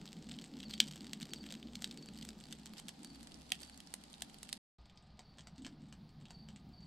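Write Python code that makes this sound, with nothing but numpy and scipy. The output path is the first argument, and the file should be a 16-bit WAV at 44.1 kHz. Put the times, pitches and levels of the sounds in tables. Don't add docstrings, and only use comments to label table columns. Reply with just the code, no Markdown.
import sys
import numpy as np
from scipy import signal
from scipy.fft import rfft, irfft
from scipy.io import wavfile
from scipy.ndimage import uniform_filter1d

SR = 44100
rng = np.random.default_rng(int(sys.argv[2]) if len(sys.argv) > 2 else 0)


def output_pcm(signal):
    pcm = np.clip(np.atleast_2d(signal).T, -1, 1) * 32767
    wavfile.write(sys.argv[1], SR, np.round(pcm).astype(np.int16))


N = 302876
TIME = np.arange(N) / SR
PAUSE = (4.578, 4.785)

# (time [s], level [dB], ring pitch [Hz], broad snap against the ring [dB])
LOUD_SPLITS = [(0.077, -18.5, 3830, -16), (0.314, -14, 3650, -21), (0.3402, -20.5, 4030, -25),
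               (0.388, -14, 3200, -15), (0.6019, -19, 3560, -13), (0.6303, -14.5, 3420, -18),
               (0.71, -14, 4140, -9), (0.736, -13, 3670, -15), (0.7387, -9, 3394, -10),
               (0.8027, 13, 3395, -10), (0.8407, -19, 3400, -5), (0.959, -25, 3467, 4),
               (1.1333, -6.5, 3480, -5.5), (1.2172, -16, 3478, -6), (1.2289, -13, 3950, -6),
               (1.3355, -7.5, 3400, -4.5), (1.5058, -16, 3178, -9), (1.5243, -15, 3950, -2),
               (1.755, -10.5, 4000, -7.5), (1.822, -15, 3960, 0.5), (1.8436, -2.5, 3700, -9.5),
               (1.912, -13.5, 3980, -11.5), (2.2272, -17, 3380, -7), (2.251, -21.5, 3740, 1),
               (2.2894, -15.5, 4830, -2.5), (2.5261, -13, 3440, -4.5), (2.6587, -21, 4050, -0.5),
               (2.7986, -21.5, 3280, 1), (2.8842, -13.5, 3340, -4.5), (2.8911, -16, 3200, -3),
               (3.047, -19, 4200, -1.5), (3.2306, -27.5, 4300, 1.5), (3.5201, 3.5, 2880, -10),
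               (3.619, -31, 4470, 6), (3.6322, -18, 4900, -8), (3.8036, -20.5, 3280, -5),
               (3.9399, -14.5, 4230, 2.5), (4.1402, -18.5, 3800, -18), (4.2216, -8.5, 3540, -3),
               (4.431, -20, 4000, 2), (4.4914, -19, 2820, -7.5), (4.529, -5.5, 4200, -5.5),
               (4.8976, -30.5, 3090, -12.5), (4.9747, -26.5, 4560, -14), (5.193, -23.5, 4230, -3),
               (5.385, -24.5, 3190, -4), (5.3935, -25, 3280, -9), (5.4718, -25, 4730, -2),
               (5.6483, -15.5, 2880, -11), (5.6659, -19, 4840, -3.5), (5.9263, -23.5, 2800, -4.5),
               (6.307, -23.5, 3130, -2.5), (6.4876, -24.5, 3010, -6.5)]
# (time [s], level [dB])
BURNING = [(0, -53.5), (.4, -51), (1.8, -52), (2.6, -56.5), (3.9, -62), (4.56, -61.5), (4.84, -70),
           (5.5, -60.5), (5.9, -57), (6.87, -56.5)]
FIZZ_DB = (-9, -17.5)


def amp(db):
    return 10 ** (np.asarray(db) / 20)


def evened(x):
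    return x / np.sqrt(np.mean(x ** 2) + 1e-20)


def read(points, hz):
    f, value = np.transpose(points)
    return np.interp(np.log(hz + 1e-9), np.log(f), value)


def follow(rows, t):
    s, *columns = np.transpose(rows)
    return [np.interp(t, s, column) for column in columns]


def by_place(pair, t):
    return np.where(t < PAUSE[0], *pair)


def opening(t):
    # (time [s], opening [0-1])
    open_curve = [(1.7, 0), (2.2, 0.31), (3.3, 0.99), (4.55, 1), (4.75, 0)]
    return np.clip(follow(open_curve, t)[0], 0, 1)


def add(mix, s, sound):
    part = mix[..., max(round(s * SR), 0):][..., :sound.shape[-1]]
    part += sound[..., :part.shape[-1]]


def frames(size):
    hop = size // 4
    times = np.arange(N // hop + 5) * hop / SR
    return times[:, None], np.fft.rfftfreq(size, 1 / SR)


def noise(field_db, patchy_db, size):
    # (frequency [Hz], likeness [0-1])
    likeness = [(30, .85), (250, .88), (600, .2), (1400, .1), (3000, .25), (7000, .1), (14000, 0)]
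    a, b, c, d, patches = rng.standard_normal((5,) + field_db.shape)
    patches = uniform_filter1d(patches, size=6, axis=0)
    patches = evened(uniform_filter1d(patches, size=10, axis=1))
    same = np.clip(read(likeness, frames(size)[1]), -1, 1)
    left = a + 1j * b
    right = same * left + np.sqrt(1 - same ** 2) * (c + 1j * d)
    spectra = np.array([left, right]) * amp(field_db + patchy_db * patches)
    _, sound = signal.istft(spectra.transpose(0, 2, 1), nperseg=size, noverlap=size - size // 4)
    return evened(sound[:, :N])


def narrow(hz, width_hz):
    f = np.fft.rfftfreq(N, 1 / SR)
    resonance = 1 / (1 + (2 * (f - hz) / width_hz) ** 2)
    return evened(irfft(rfft(rng.standard_normal(N)) * resonance, N))


def crack(colour, decay_s, rise_s, scatter=0.2, apart=1.0, size=1024, index=64):
    # (frequency [Hz], gain [dB])
    shared_rings = [(1900, -2), (2500, -3), (3200, 1.5), (3900, -1.5), (4800, 0), (5400, -1), (6000, 0),
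                    (6900, -2), (7900, -0.5), (9500, -4)]
    t = (np.arange(size) - index) / SR
    hz = np.fft.rfftfreq(size, 1 / SR)
    common, side = rng.standard_normal((2, size))
    grains = np.array([common + apart * side, common - apart * side])
    swell = np.exp(-abs(t) / np.where(t < 0, rise_s, decay_s))
    burst = rfft(scatter * grains * swell + (t == 0))
    burst /= np.sqrt(uniform_filter1d(abs(burst.mean(0)) ** 2, size=23))
    log_gain = np.log(amp(read(colour, hz) + read(shared_rings, hz)))
    mirrored = np.r_[log_gain, log_gain[-2:0:-1]]
    causal = np.exp(np.conj(signal.hilbert(mirrored)))[:len(hz)]
    return irfft(burst * causal)


def flames(level_db=-1.0, flutter_db=3.0):
    # (multiple of the flutter pitch, level [dB])
    flame_shape = [(.15, -16.5), (.38, -21.5), (.55, -24), (.72, -3.5), (1, 2), (1.3, -4), (1.7, -14),
                   (2.6, -21), (5, -50)]
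    # (frequency [Hz], width [Hz], level against the burning curve [dB])
    pit_modes = [(151.4, 12, -11.5), (215.1, 5.7, -9.5)]
    flutter_hz = (217.2, 167)
    t, hz = frames(size=2048)
    roar = noise(read(flame_shape, hz / by_place(flutter_hz, t)), patchy_db=flutter_db, size=2048)
    roar /= np.sqrt(uniform_filter1d((roar ** 2).mean(0), size=9000))
    pit = sum(amp(db) * narrow(mode_hz, width_hz) for mode_hz, width_hz, db in pit_modes)
    return amp(follow(BURNING, TIME)[0]) * (amp(level_db) * roar + pit)


def air():
    air_first = [(20, 0), (45, -14.5), (100, -6), (400, -12.5), (560, -12.5), (790, -5.5), (1050, -15),
                 (2400, -18.5), (4600, -13.5), (5900, -21.5), (8400, -23), (10500, -35), (12500, -27),
                 (16000, -44)]
    air_second = [(20, -6.5), (45, 7.5), (100, 2.5), (400, -11), (540, -11), (760, -3.5), (1100, -13),
                  (2500, -19.5), (4700, -14), (6100, -30), (8100, -40), (9200, -26), (12500, -33.5),
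                  (16000, -42)]
    first_db, second_db = -63.5, -64
    t, hz = frames(size=1024)
    top_db = by_place(FIZZ_DB, t) * np.clip((hz - 8500) / 400, 0, 1)
    first = noise(read(air_first, hz) + top_db, patchy_db=.8, size=1024)
    second = noise(read(air_second, hz) + top_db, patchy_db=.5, size=1024)
    return by_place((amp(first_db) * first, amp(second_db) * second), TIME)


def lows():
    # (frequency [Hz], width [Hz], level [dB])
    hums = [(64.5, 6.7, -68.5), (1228, 8.4, -87.5)]
    # (time [s], frequency [Hz], level before swell and fade [dB], length [s])
    puffs = [(2.955, 267, -55, 0.81), (4.793, 59, -52, 0.1), (5.577, 264.4, -48.5, 0.43)]
    out = sum(amp(db) * narrow(hz, width_hz) for hz, width_hz, db in hums)
    for s, hz, db, length_s in puffs:
        u = np.maximum(TIME - s, 0) / length_s
        swell_and_fade = (1 - np.exp(-20 * u)) * np.exp(-2.5 * u)
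        out += amp(db) * narrow(hz, 0.28 * hz) * swell_and_fade
    return out


def crackle(colour_db=4.5, count=40):
    # (frequency [Hz], level [dB])
    tick_colour = [(300, -22), (1000, -10), (1900, -4), (3300, 0), (4700, 1), (6000, -9), (8200, -3.5),
                   (10500, -12), (12300, -4), (16000, -33.5)]
    level_db = (-63, -66)
    crackle_per_flame = .55
    ticks_per_s, crowding = (125, 27), 1.5
    clumps_db, clump_s = 3, .04

    crowd = sum(np.exp(-abs(TIME - s) / .018) for s, *_ in LOUD_SPLITS)
    clumps = amp(clumps_db * narrow(0, 1 / clump_s))
    per_s = by_place(ticks_per_s, TIME) * (1 + crowding * crowd) * clumps / clumps.mean()
    out = np.zeros((2, N))
    for _ in range(count):
        colour = [(hz, db + colour_db * rng.standard_normal()) for hz, db in tick_colour]
        size_db = 7 * np.minimum(rng.exponential(1, N), 2.8)
        ticks = (rng.random(N) < per_s / count / SR) * amp(size_db)
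        tick = evened(crack(colour, decay_s=rng.uniform(.0004, .0016), rise_s=.0006))
        out += signal.oaconvolve(ticks[None], tick, axes=1)[:, :N]
    burning_db = follow(BURNING, TIME)[0]
    lively_db = by_place(level_db, TIME) + crackle_per_flame * (burning_db - burning_db.mean())
    high_pass = signal.firwin(101, 8800, pass_zero=False, fs=SR)
    fizz = signal.oaconvolve(out, high_pass[None], "same")
    return amp(lively_db) * evened(out + (amp(by_place(FIZZ_DB, TIME)) - 1) * fizz)


def pops(ring_db=3, heavy=1.66, dip_db=-7, top_db=-15, index=60):
    # knock and fizz against the snap, thud against the scaled knock [dB]
    knock_db, fizz_db, thud_db = (-0.5, 7), (-8, -14.5), (-2, -2)
    out = np.zeros((2, N))
    for s, db, hz, snap in LOUD_SPLITS:
        knock = snap + by_place(knock_db, s)
        fizz = snap + by_place(fizz_db, s)
        thud = heavy * knock + by_place(thud_db, s)
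        colour = [(100, thud - 14), (720, thud), (1150, thud - 5), (1700, knock),
                  (0.75 * hz, -4), (hz, ring_db), (1.306 * hz, -4), (6800, snap - 1), (8200, snap + 2),
                  (10300, fizz + dip_db), (12400, fizz), (16000, fizz + top_db)]
        split = crack(sorted(colour), decay_s=.0012, rise_s=.0007, scatter=.42, apart=.4)
        add(out, s - index / SR, amp(db) * split)
    return out


def yard(x, t60, dull_hz, size=16000):
    common, side = rng.standard_normal((2, size)) * (rng.random((2, size)) < .1)
    taps = np.array([common + .5 * side, common - .5 * side])
    taps = taps * (np.arange(size) > .002 * SR)
    hz, t, spectra = signal.stft(taps, SR, nperseg=128)
    decay_db = -60 * t / t60 * (1 + hz[:, None] / dull_hz)
    tail = signal.istft(spectra * amp(decay_db), SR, nperseg=128)[1]
    return signal.oaconvolve(x, tail / np.linalg.norm(tail[0]), axes=1)[:, :N]


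def bird(high_hz=4680, count=3):
    # (time [s], level before random changes and the bird's overall gain [dB])
    chip_runs = [(0.65, -53), (1.31, -52), (1.978, -56), (3.05, -59), (3.631, -58.5), (5.199, -61.5),
                 (6.297, -53.5), (6.73, -54.5)]
    chip_s, gap_s, fall_hz = .030, .046, 560
    out = np.zeros(N)
    u = np.arange(0, 1, 1 / (chip_s * SR))
    swell = np.sin(np.pi * u ** .6) ** 1.2
    for s, db in chip_runs:
        for k in range(count):
            hz = high_hz - fall_hz * rng.uniform(.7, 1.3) * u ** 1.6
            hz = hz * rng.normal(1, .006)
            whistle = swell * np.sin(2 * np.pi * np.cumsum(hz) / SR)
            add(out, s + k * gap_s, amp(db + rng.normal(0, 1)) * whistle)
    return out * np.ones((2, 1))


def jolts(bowl_hz=740, t60=0.049):
    # (time [s], level [dB])
    bowl_jolts = [(3.52, -45), (4.22, -57), (5.192, -52.5)]
    t = np.arange(SR // 8) / SR
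    out = np.zeros(N)
    for s, db in bowl_jolts:
        add(out, s, amp(db - 60 * t / t60) * np.sin(2 * np.pi * bowl_hz * t))
    return out


def scene(first_wet_db=-14, second_wet_db=-4, bird_db=-1.5, bird_wet_db=-7):
    open_pan_db = -3
    pan_db = open_pan_db * opening(TIME)
    coals = (pops() + crackle()) * amp([pan_db / 2, -pan_db / 2])
    wet_db = by_place((first_wet_db, second_wet_db), TIME)
    coal_echo = yard(coals * amp(wet_db), t60=0.15, dull_hz=19700)
    chips = amp(bird_db) * bird()
    direct = by_place((1, .45), TIME)
    bird_echo = yard(chips * amp(bird_wet_db) / np.sqrt(direct), t60=0.57, dull_hz=15000)
    return coals + coal_echo + jolts() + direct * chips + bird_echo + flames() + air() + lows()


def record(dry):
    open_fizz_db, edge_hz = 12.5, 16100
    width = opening(TIME)
    fizz_band = signal.firwin(101, [8900, 11500], pass_zero=False, fs=SR)
    fizz = signal.oaconvolve(dry, fizz_band[None], "same")
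    left, right = dry + (amp(open_fizz_db * width) - 1) * fizz
    mid, side = (left + right) / 2, (left - right) / 2
    top = signal.oaconvolve(side, signal.firwin(61, 9500, pass_zero=False, fs=SR), "same")
    side = width * side + (1 - width) * .5 * top
    heard = (TIME < PAUSE[0]) | (TIME > PAUSE[1])
    running = uniform_filter1d(1. * heard, size=100)
    out = np.array([mid + side, mid - side]) * running
    low_pass = signal.firwin(255, edge_hz, window=("kaiser", 9), fs=SR)
    return signal.oaconvolve(out, low_pass[None], "same")


dry = scene()
out = record(dry)
output_pcm(out)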